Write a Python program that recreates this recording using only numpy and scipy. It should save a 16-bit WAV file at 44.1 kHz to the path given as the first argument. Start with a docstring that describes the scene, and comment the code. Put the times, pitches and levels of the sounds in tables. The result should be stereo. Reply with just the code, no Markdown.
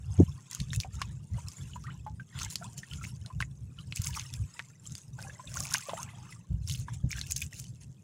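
"""Waves lapping an outrigger boat

Small waves lap at the hull of a boat drifting on open sea, gurgling as swarms of ringing bubbles.
Trapped air pockets plop, hollows glug, and spray crackles and ticks as bursts of tiny rings and noise.
Gusts of wind rumble as shaped noise and bump as brief pitch sweeps on the nearly mono microphone."""
import sys
import numpy as np
from scipy import signal
from scipy.fft import rfft, irfft, next_fast_len
from scipy.io import wavfile
from scipy.ndimage import uniform_filter1d, map_coordinates

SR = 44100
rng = np.random.default_rng(int(sys.argv[2]) if len(sys.argv) > 2 else 0)


def generate_wav(signal):
    """Clip the signal to [-1, 1] and save it as 16-bit WAV at the path in sys.argv[1]."""
    frames = np.transpose(np.atleast_2d(signal))
    scaled = np.clip(frames, -1, 1) * 32767
    pcm = np.round(scaled).astype(np.int16)
    wavfile.write(sys.argv[1], SR, pcm)


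N = 354123
TOP_HZ = 15700  # band limit, also the cap on bubble pitch
STEP = 32  # samples between points of an envelope


def amp(db):
    """Decibels to gain."""
    return 10 ** (np.asarray(db) / 20)


def unit(x):
    """Scale to rms 1."""
    return x / np.sqrt(np.mean(x ** 2) + 1e-20)


def along(points, hz):
    """(Hz, value) points read on a log frequency axis."""
    f, v = np.transpose(points)
    return np.interp(np.log(hz + 1), np.log(f + 1), v)


def filtered(x, response):
    """x times a response of frequency."""
    size = next_fast_len(N + SR // 2)
    gain = response(np.fft.rfftfreq(size, 1 / SR))
    return irfft(rfft(x, size) * gain, size)[..., :N]


def coloured(x, spectrum):
    """x filtered by (Hz, dB) points, at rms 1."""
    return unit(filtered(x, lambda hz: amp(along(spectrum, hz))))


def noise(spectrum):
    """Fresh noise of rms 1 with this spectrum."""
    return coloured(rng.standard_normal(N), spectrum)


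def band_noise(centres_hz, size, low, high):
    """One row of noise of rms 1 per centre, between low and high times its pitch."""
    rows = []
    for band in np.minimum(centres_hz * [low, high], TOP_HZ):
        b, a = signal.butter(2, band, "band", fs=SR)
        rows.append(unit(signal.lfilter(b, a, rng.standard_normal(size))))
    return np.array(rows)


def even(x, seconds):
    """x with its slow swells levelled out."""
    width = int(seconds * SR)
    power = uniform_filter1d(uniform_filter1d(x ** 2, width), width)
    return x / np.sqrt(np.abs(power) + 1e-9)


def flutter(rate):
    """A smooth random curve, rate knots a second."""
    knots = rng.standard_normal(int(N * rate / SR) + 4)
    return map_coordinates(knots, [np.arange(N) * rate / SR])


def patchy(x, depth_db, size):
    """Random gain in patches of frequency and time, size frames long."""
    z = signal.stft(x, nperseg=512)[2]
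    field = rng.standard_normal(z.shape)
    for _ in range(2):
        field = uniform_filter1d(field, size=4, axis=0)
        field = uniform_filter1d(field, size=size, axis=1)
    return unit(signal.istft(z * amp(depth_db * unit(field)), nperseg=512)[1][:N])


def swell(start, hold, rise, fall):
    """Envelope in dB: attack, hold and release, the slopes given as seconds per 20 dB."""
    t = np.arange(0, N, STEP) / SR - start
    attack = np.minimum(t / rise, 0)
    release = np.maximum(t - hold, 0) / fall
    return 20 * np.maximum(attack - release, -10)


def per_sample(envelope):
    """An envelope with one value for every sample."""
    return np.interp(np.arange(N), np.arange(0, N, STEP), envelope)


def together(levels_db):
    """The level of several envelopes at once: their powers add."""
    power = sum(amp(db) ** 2 for db in levels_db)
    return per_sample(10 * np.log10(power))


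def placed(starts, sounds):
    """Sum rows of sound at their start times in seconds."""
    first = np.round(np.abs(np.reshape(starts, (-1, 1))) * SR).astype(int)
    index = first + np.arange(sounds.shape[1])
    return np.bincount(index.ravel(), sounds.ravel(), N)[:N]


def bubble(t, hz, t60, rise, onset_cycles):
    """A damped ring whose pitch moves by rise octaves over t60, up as a bubble nears the surface."""
    pitch_hz = hz * 2 ** (rise * np.minimum(t / t60, 1))
    phase = 2 * np.pi * np.cumsum(pitch_hz, axis=-1) / SR
    return np.sin(phase) * amp(-60 * t / t60) * (1 - np.exp(-t * hz / onset_cycles))


def swarm(count, size, centre_hz, octaves, cycles, rise, onset_cycles=0.34):
    """Bubbles at random times, of random pitch, life and strength; centre_hz may be a curve."""
    when, pitch, life, strength, sign = rng.random((count, 5)).T[..., None]
    centre = np.broadcast_to(centre_hz, N)[(when * N).astype(int)]
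    hz = np.minimum(centre * 2 ** (octaves * (2 * pitch - 1)), TOP_HZ)
    t60 = cycles * 2 ** (2 * life - 1) / hz
    rings = bubble(np.arange(size) / SR, hz, t60, rise, onset_cycles)
    # most are faint, a few strong
    gain = amp(7 * np.minimum(-np.log(1 - strength), 2.8)) * np.sign(sign - .5)
    fade = np.sqrt(np.linspace(1, 0, size))
    return unit(placed(when * N / SR, gain * rings * fade))


def wind():
    """Eddies rumble on the microphone in uneven lumps, deeper as the wind grows."""
    # Each row: start in seconds, time at full level in seconds, relative level in dB.
    gusts = [(0.0, 0.33, -37.5), (0.6, 0.19, -36.5), (0.86, 0.37, -41.0), (1.32, 0.15, -37.0),
             (1.6, 0.61, -44.0), (2.36, 0.12, -42.0), (2.56, 0.25, -47.5), (2.91, 0.33, -42.5),
             (3.35, 0.07, -34.0), (3.46, 0.46, -45.0), (3.98, 0.26, -40.0), (4.35, 0.09, -33.5),
             (4.85, 0.1, -45.0), (5.09, 0.23, -45.5), (5.47, 0.26, -43.5), (5.92, 0.5, -49.0),
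             (6.51, 0.32, -35.0), (6.92, 0.25, -38.0), (7.21, 0.27, -43.0), (7.55, 0.36, -47.0)]
    # Spectra of weak and strong wind. Each row: frequency in Hz, relative level in dB.
    breeze_spectrum = [(25, -55), (48, -36), (90, -7), (130, 0), (170, -7), (260, -23.5), (380, -33),
                       (1300, -64)]
    gust_spectrum = [(25, -38.5), (60, -1.5), (96, 0), (141, -2.5), (270, -34), (490, -44.5), (1300, -70.5)]
    calm_db = -57  # relative, between gusts
    rise_s, fall_s = .033, .074  # per 20 dB
    levels_db = [calm_db] + [db + swell(s, hold, rise_s, fall_s) for s, hold, db in gusts]
    level_db = together(levels_db)
    strong = np.clip((level_db + 49) / 10, 0, 1)
    rumble = np.sqrt(1 - strong) * noise(breeze_spectrum) + np.sqrt(strong) * noise(gust_spectrum)
    lumps_db = 3 * flutter(24)
    return amp(level_db + .3) * even(amp(lumps_db) * rumble, seconds=0.24)


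def lapping():
    """Each wave swells and drains, driving gurgle and spray; stronger waves weigh more in bubble pitch."""
    # Waves folding over along the hull. Each row: crest in seconds, relative gurgle level in dB,
    # relative spray level in dB, swell in seconds per 20 dB, drain in seconds per 20 dB,
    # bubble pitch in Hz.
    waves = [(0.143, -53.5, -57.5, 0.17, 0.76, 1570.0), (0.52, -46.0, -46.0, 0.025, 0.16, 2200.0),
             (1.017, -48.5, -61.5, 0.17, 0.16, 1780.0), (1.356, -51.0, -60.5, 0.05, 0.23, 1150.0),
             (1.576, -56.5, -55.5, 0.39, 0.46, 1780.0), (1.905, -52.0, -69.5, 0.06, 0.12, 1700.0),
             (2.355, -41.5, -66, .035, .08, 2000), (2.428, -37, -44.0, 0.09, 0.06, 1800.0),
             (2.605, -56.5, -57.5, 0.1, 0.9, 1400.0), (2.927, -53.5, -55.0, 0.1, 0.24, 1710.0),
             (3.26, -54.0, -67.5, 0.03, 0.12, 1130.0), (3.805, -53, -63.0, 0.1, 0.04, 1980.0),
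             (4.056, -47, -44.5, 0.14, 0.4, 1900.0), (4.166, -43.0, -42.5, 0.04, 0.11, 1650.0),
             (4.555, -54.5, -58, 0.19, 0.29, 1650.0), (4.843, -64.0, -57.5, 0.05, 0.56, 1630.0),
             (5.185, -47.0, -53.0, 0.02, 0.41, 1110.0), (5.599, -44.5, -42.0, 0.19, 0.26, 1220.0),
             (5.721, -38.5, -39.0, 0.06, 0.18, 1960.0), (5.894, -41.0, -50.0, 0.07, 0.39, 1270.0),
             (6.26, -52, -64, .3, .18, 1900), (6.739, -57.5, -37.5, 0.07, 0.05, 2350.0),
             (6.884, -52.0, -62.0, 0.03, 0.15, 1560.0), (7.11, -43.5, -44.0, 0.02, 0.16, 2890.0),
             (7.183, -44.5, -48.5, 0.07, 0.06, 2310.0), (7.365, -56.0, -39.0, 0.02, 0.07, 2740.0),
             (7.563, -65.5, -48.0, 0.07, 0.15, 2740.0)]
    # Spatters thrown clear of the waves. Each row: time in seconds, relative level in dB.
    spatters = [(0.726, -42.0), (0.803, -44.0), (0.938, -48.0), (1.113, -55.0), (2.511, -41.0),
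                (2.78, -48.0), (3.039, -46.0), (3.075, -48.0), (3.409, -48.0), (3.961, -44.0),
                (4.022, -42.0), (4.339, -47.0), (4.982, -53.0), (6.311, -49.0), (6.678, -43.0),
                (6.785, -43.0), (6.938, -50.0), (7.27, -44.0), (7.311, -42.0), (7.418, -40.0),
                (7.814, -54.0)]
    ripple_gurgle_db, ripple_spray_db = -80, -73.5  # relative, between the waves
    crest_hold_s = .01
    spatter_rise_s, spatter_fall_s = .014, .049  # per 20 dB
    spatter_gurgle_db = -12  # against the spatter's spray
    gurgles, sprays, weight, pitch = [ripple_gurgle_db], [ripple_spray_db], 0, 0
    for s, gurgle_db, spray_db, rise, fall, hz in waves:
        shape_db = swell(s, crest_hold_s, rise, fall)
        gurgles.append(gurgle_db + shape_db)
        sprays.append(spray_db + shape_db)
        share = amp(gurgle_db + shape_db)
        weight, pitch = weight + share, pitch + share * hz
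    for s, db in spatters:
        spatter_db = db + swell(s, 0, spatter_rise_s, spatter_fall_s)
        gurgles.append(spatter_db + spatter_gurgle_db)
        sprays.append(spatter_db)
    return together(gurgles), together(sprays), per_sample(pitch / weight)


def spray(level_db, churn_db):
    """Thrown water crackles with dense, overlapping droplets; the quiet wash is trickling foam."""
    # Spectra of splash and wash. Each row: frequency in Hz, relative level in dB.
    splash_spectrum = [(1000, -20.5), (2200, -4.5), (3800, -9.5), (5200, 0.5), (7000, 3), (8300, -4.5),
                       (11000, -2), (13000, -10.5), (16000, -2)]
    wash_spectrum = [(1200, -7), (2600, -3), (4400, -7), (5300, 1), (7200, 5.5), (9000, -2), (11000, -5),
                     (13000, -16.5)]
    breaking = np.clip((level_db + 0.13 * (level_db - churn_db) + 56) / 12, 0, 1)
    drops = swarm(count=4500, size=240, centre_hz=6700, octaves=1.55, cycles=21, rise=0, onset_cycles=.6)
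    cracks = swarm(count=2200, size=80, centre_hz=7200, octaves=1, cycles=2.8, rise=0)
    foam = swarm(count=2400, size=600, centre_hz=5600, octaves=1.2, cycles=60, rise=0, onset_cycles=3)
    splash = coloured(drops + cracks, splash_spectrum) + .3 * noise(splash_spectrum)
    splash = patchy(splash, depth_db=3, size=2)  # short patches: bursts of drops
    trickle = patchy(noise(wash_spectrum), depth_db=5, size=7)  # long patches: drifting colour
    wash = coloured(foam + .7 * cracks, wash_spectrum) + .85 * trickle
    mix = np.sqrt(breaking) * splash + np.sqrt(1 - breaking) * unit(wash)
    clumps_db = (2.6 + breaking) * flutter(55)
    return amp(level_db + clumps_db + 1) * even(mix, seconds=0.1)


def gurgle(level_db, pitch_hz):
    """A hollow rush along the hull: ripples shed ringing bubbles, strong waves masses of short ones."""
    # Spectrum of the rush. Each row: octaves above the bubble pitch, relative level in dB.
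    rush_spectrum = [(-2.2, -30), (-.8, 1), (.1, -1.5), (1.2, -5), (2.4, -28)]
    hz, s, z = signal.stft(rng.standard_normal(N), SR, nperseg=512)
    frame_pitch_hz = np.interp(s * SR, np.arange(N), pitch_hz)
    octaves = np.log2((hz[:, None] + 1) / frame_pitch_hz)
    rush_db = np.interp(octaves, *np.transpose(rush_spectrum))
    rush = signal.istft(z * amp(rush_db), nperseg=512)[1]
    thick = np.clip((level_db + 57) / 16, 0, .85)
    mass = swarm(count=3200, size=900, centre_hz=pitch_hz, octaves=1.2, cycles=22, rise=.2, onset_cycles=2)
    rings = swarm(count=1500, size=1800, centre_hz=pitch_hz, octaves=1.1, cycles=60, rise=.3,
                  onset_cycles=3.5)
    bubbles = np.sqrt(thick) * mass + np.sqrt(1 - thick) * rings
    churn = bubbles + .65 * patchy(rush, depth_db=6, size=6)
    return amp(level_db - 6.3) * even(churn, seconds=0.09)


def boat(x):
    """Short diffuse reflections from inside the boat: convolution with decaying noise."""
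    # Each row: frequency in Hz, t60 in seconds.
    decay = [(300, 0.071), (2000, 0.054), (7000, 0.083), (15000, 0.017)]
    hz, t, z = signal.stft(rng.standard_normal(SR // 4), SR, nperseg=256)
    fade_db = -60 * t / along(decay, hz)[:, None]
    tail = signal.istft(z * amp(fade_db), SR, nperseg=256)[1]
    return signal.fftconvolve(x, tail / np.linalg.norm(tail))[:N]


def sea():
    """The faint wash of open water all around: steady shaped noise."""
    return amp(-71) * noise([(300, 12), (1500, -7), (7000, -29)])


def bumps():
    """Big eddies shake the diaphragm, each fastest at its core, with finer turbulence inside."""
    # Each row: centre in seconds, level in dB, top pitch in Hz, half length to 1/e in seconds.
    eddies = [(0.2047, -11, 345, 0.013), (.2087, -13, 99, 0.019), (0.232, -14, 159, 0.0049),
              (0.616, -21, 124, 0.004), (0.779, -24, 109, 0.0074), (4.0, -20, 102, 0.0056),
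              (6.514, -26, 150, .008), (7.045, -16, 120, 0.0048), (7.058, -37, 270, .025)]
    t = np.arange(N) / SR
    rim_hz, core_s = 90, .005
    turbulence_spectrum = [(150, -20), (350, 0), (550, -3), (900, -18), (1500, -45), (3000, -90)]
    turbulence = amp(-20.5) * noise(turbulence_spectrum)
    out = np.zeros(N)
    for s, db, hz, half in eddies:
        turns = rim_hz * (t - s) + (hz - rim_hz) * core_s * np.arctan((t - s) / core_s)
        shake = np.cos(2 * np.pi * turns) + turbulence * (hz / 300) ** 2
        out += amp(db) * shake * np.exp(-((t - s) / half) ** 2)
    return out


def drips():
    """Each drop sizzles as it touches, cracks in a few cycles and leaves a short fizz."""
    # Each row: time in seconds, relative level in dB, ring pitch in Hz.
    drops = [(0.5118, -34.5, 7250), (0.5484, -31, 6890), (0.6013, -35, 4620), (0.7605, -33, 7500),
             (0.8011, -29, 4640), (1.0165, -32, 5200), (1.484, -35.5, 5345), (2.389, -37, 3800),
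             (2.4316, -32, 6230), (2.5562, -24.5, 4750), (2.779, -40, 6590), (2.9347, -39, 3300),
             (3.261, -43, 4200), (3.403, -36.5, 3180), (3.4126, -38.5, 2940), (3.9235, -32, 2660),
             (3.9596, -32, 7180), (4.0178, -33, 7200), (4.0443, -34, 5440), (4.196, -35, 3800),
             (4.3381, -37.5, 5340), (4.593, -32.5, 2372), (4.952, -35, 5070), (5.2255, -39, 5180),
             (5.6358, -35.5, 6730), (5.7395, -19.5, 5740), (5.7564, -31, 2780), (5.7818, -34, 6770),
             (6.03, -33, 6600), (7.2129, -29, 4105), (7.3104, -34, 6400), (7.3625, -28.5, 6770),
             (7.5983, -35.5, 7710)]
    s, db, hz = np.transpose(drops)[..., None]
    lead_s, contact_s = .003, .001  # sizzle before the tick; tick after the listed time
    t = np.arange(SR // 25) / SR - lead_s
    after = np.maximum(t, 0)
    grit = band_noise(hz, len(t), low=.6, high=1.8)
    crack = grit * amp(-60 * np.abs(t) / .0035)
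    tick = bubble(after, hz, t60=.004, rise=-.2, onset_cycles=.4) + .32 * crack
    tick = tick / np.abs(tick).max(axis=1, keepdims=True)
    fizz = grit * amp(-60 * after / .03) * np.minimum(1 + t / lead_s, 1) ** 3
    return placed(s + contact_s - lead_s, amp(db + 8.5) * (tick + amp(-23) * fizz))


def slaps():
    """A flat face of water hits a plank: a sudden, quickly dying burst of noise."""
    # Each row: time in seconds, level in dB, t60 in seconds.
    hits = [(0.6, -38.5, 0.04), (1.0185, -32, 0.037), (5.739, -36, 0.061), (5.893, -41, 0.07)]
    # Each row: frequency in Hz, relative level in dB.
    slap_spectrum = [(700, -40), (2000, 15), (3500, 15.5), (6000, 1), (11000, -5), (16000, -60)]
    s, db, t60 = np.transpose(hits)[..., None]
    t = np.arange(SR // 6) / SR
    bursts = amp(db - 60 * t / t60) * (1 - np.exp(-t / 0.0002))
    return placed(s, bursts) * noise(slap_spectrum)


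def plops():
    """Air pockets pinch off with a wet smack and ring; faint ones swell softly, short ones wobble."""
    # Each row: time in seconds, relative level in dB, pitch in Hz, t60 in seconds.
    pockets = [(.704, -39, 3700, .025), (.732, -26, 2000, .0089), (.834, -35, 2320, .022),
               (.846, -36, 760, .074), (1.016, -25.5, 1120, .024), (1.017, -30.5, 1740, .02),
               (1.382, -44, 950, .06), (1.7335, -42, 3000, .03), (1.758, -36.5, 980, .06),
               (1.867, -39.5, 1900, .04), (2.064, -33, 855, .1), (2.197, -39.5, 1560, .055),
               (2.416, -36, 1350, .022), (2.612, -43, 710, .07), (2.6239, -40, 1400, .03),
               (2.832, -36, 1900, .03), (2.912, -39, 2900, .025), (3.012, -43, 1350, .06),
               (3.04, -32, 2090, .022), (3.0504, -33, 2600, .01), (3.301, -43.5, 1020, .06),
               (3.4047, -22.5, 1660, .014), (3.404, -31.5, 1060, .028), (3.4248, -21, 1850, .012),
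               (3.787, -40, 2950, .03), (3.972, -37, 2750, .026), (4.067, -33, 2200, .018),
               (4.172, -29.5, 1200, .016), (4.599, -30, 1790, .011), (5.188, -41, 1490, .04),
               (5.245, -45, 790, .11), (5.296, -39, 1700, .03), (5.394, -37, 1010, .055),
               (5.473, -41, 3490, .025), (5.556, -40, 1100, .05), (5.57, -32, 1400, .02),
               (5.745, -22, 1560, .019), (5.747, -29.5, 1020, .024), (5.753, -23, 2860, .012),
               (5.885, -37, 563, .05), (5.894, -31, 1010, .035), (5.934, -28, 690, .022),
               (5.976, -38, 1250, .035), (6.0896, -42, 1930, .025), (6.3244, -41, 2010, .025),
               (6.715, -33, 3100, .012), (6.748, -33, 2850, .015), (6.882, -36, 1016, .035),
               (6.883, -40, 1600, .03), (7.107, -33.5, 2260, .021), (7.129, -28, 2380, .02),
               (7.183, -36, 1650, .03), (7.527, -43, 1960, .03)]
    s, db, hz, t60 = np.transpose(pockets)[..., None]
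    t = np.arange(SR // 5) / SR
    waver, shudder = unit(uniform_filter1d(rng.standard_normal((2, len(s), len(t))), size=90))
    wobble = np.minimum(.0013 / t60, .1)
    onset_cycles = np.interp(db, [-43, -32], [3, .5])
    rings = bubble(t, hz * (1 + wobble * waver), t60, 0, onset_cycles)
    rings = rings / np.abs(rings).max(axis=1, keepdims=True) * (1 + .25 * shudder)
    smacks = band_noise(hz, len(t), low=.8, high=1.9) * amp(-60 * t / np.minimum(t60, .05))
    smacks = smacks * (1 - np.exp(-t * hz / onset_cycles))
    return placed(s, amp(db - .3) * rings + amp(db - 14) * smacks)


def glugs():
    """Water fills a hollow against the hull: its ragged ring climbs ever faster as the hollow closes."""
    # Each row: time in seconds, level in dB, start pitch in Hz, pitch after one length in Hz,
    # length in seconds.
    hollows = [(1.84, -45, 1230, 2200, .032), (1.876, -42, 1170, 2900, .042), (2.644, -41, 930, 1200, .024),
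               (5.987, -37, 930, 1250, .032)]
    s, db, start_hz, end_hz, length = np.transpose(hollows)[..., None]
    t = np.arange(SR // 10) / SR
    waver = unit(uniform_filter1d(rng.standard_normal((len(s), len(t))), size=60))
    climb = np.minimum(t / length, 1.2) ** 2
    hz = start_hz * (end_hz / start_hz) ** climb * (1 + .06 * waver)
    envelope = (1 - np.exp(-t * start_hz / 3)) * np.exp(-2 * (t / length) ** 2)
    return placed(s, amp(db) * envelope * np.sin(2 * np.pi * np.cumsum(hz, axis=1) / SR))


def scene():
    """Water echoes briefly inside the boat; both channels are alike, but for a trace of width."""
    churn_db, spray_db, pitch_hz = lapping()
    water = spray(spray_db, churn_db) + gurgle(churn_db, pitch_hz)
    water = water + drips() + slaps() + plops() + glugs()
    mid = water + amp(-12.5) * boat(water) + sea() + wind() + bumps()
    side = amp(-25) * boat(water)
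    return np.array([mid + side, mid - side])


def record(dry):
    """A very steep low-pass at the band limit."""
    return filtered(dry, lambda hz: 1 / np.sqrt(1 + (hz / TOP_HZ) ** 160))


dry = scene()
out = record(dry)
generate_wav(out)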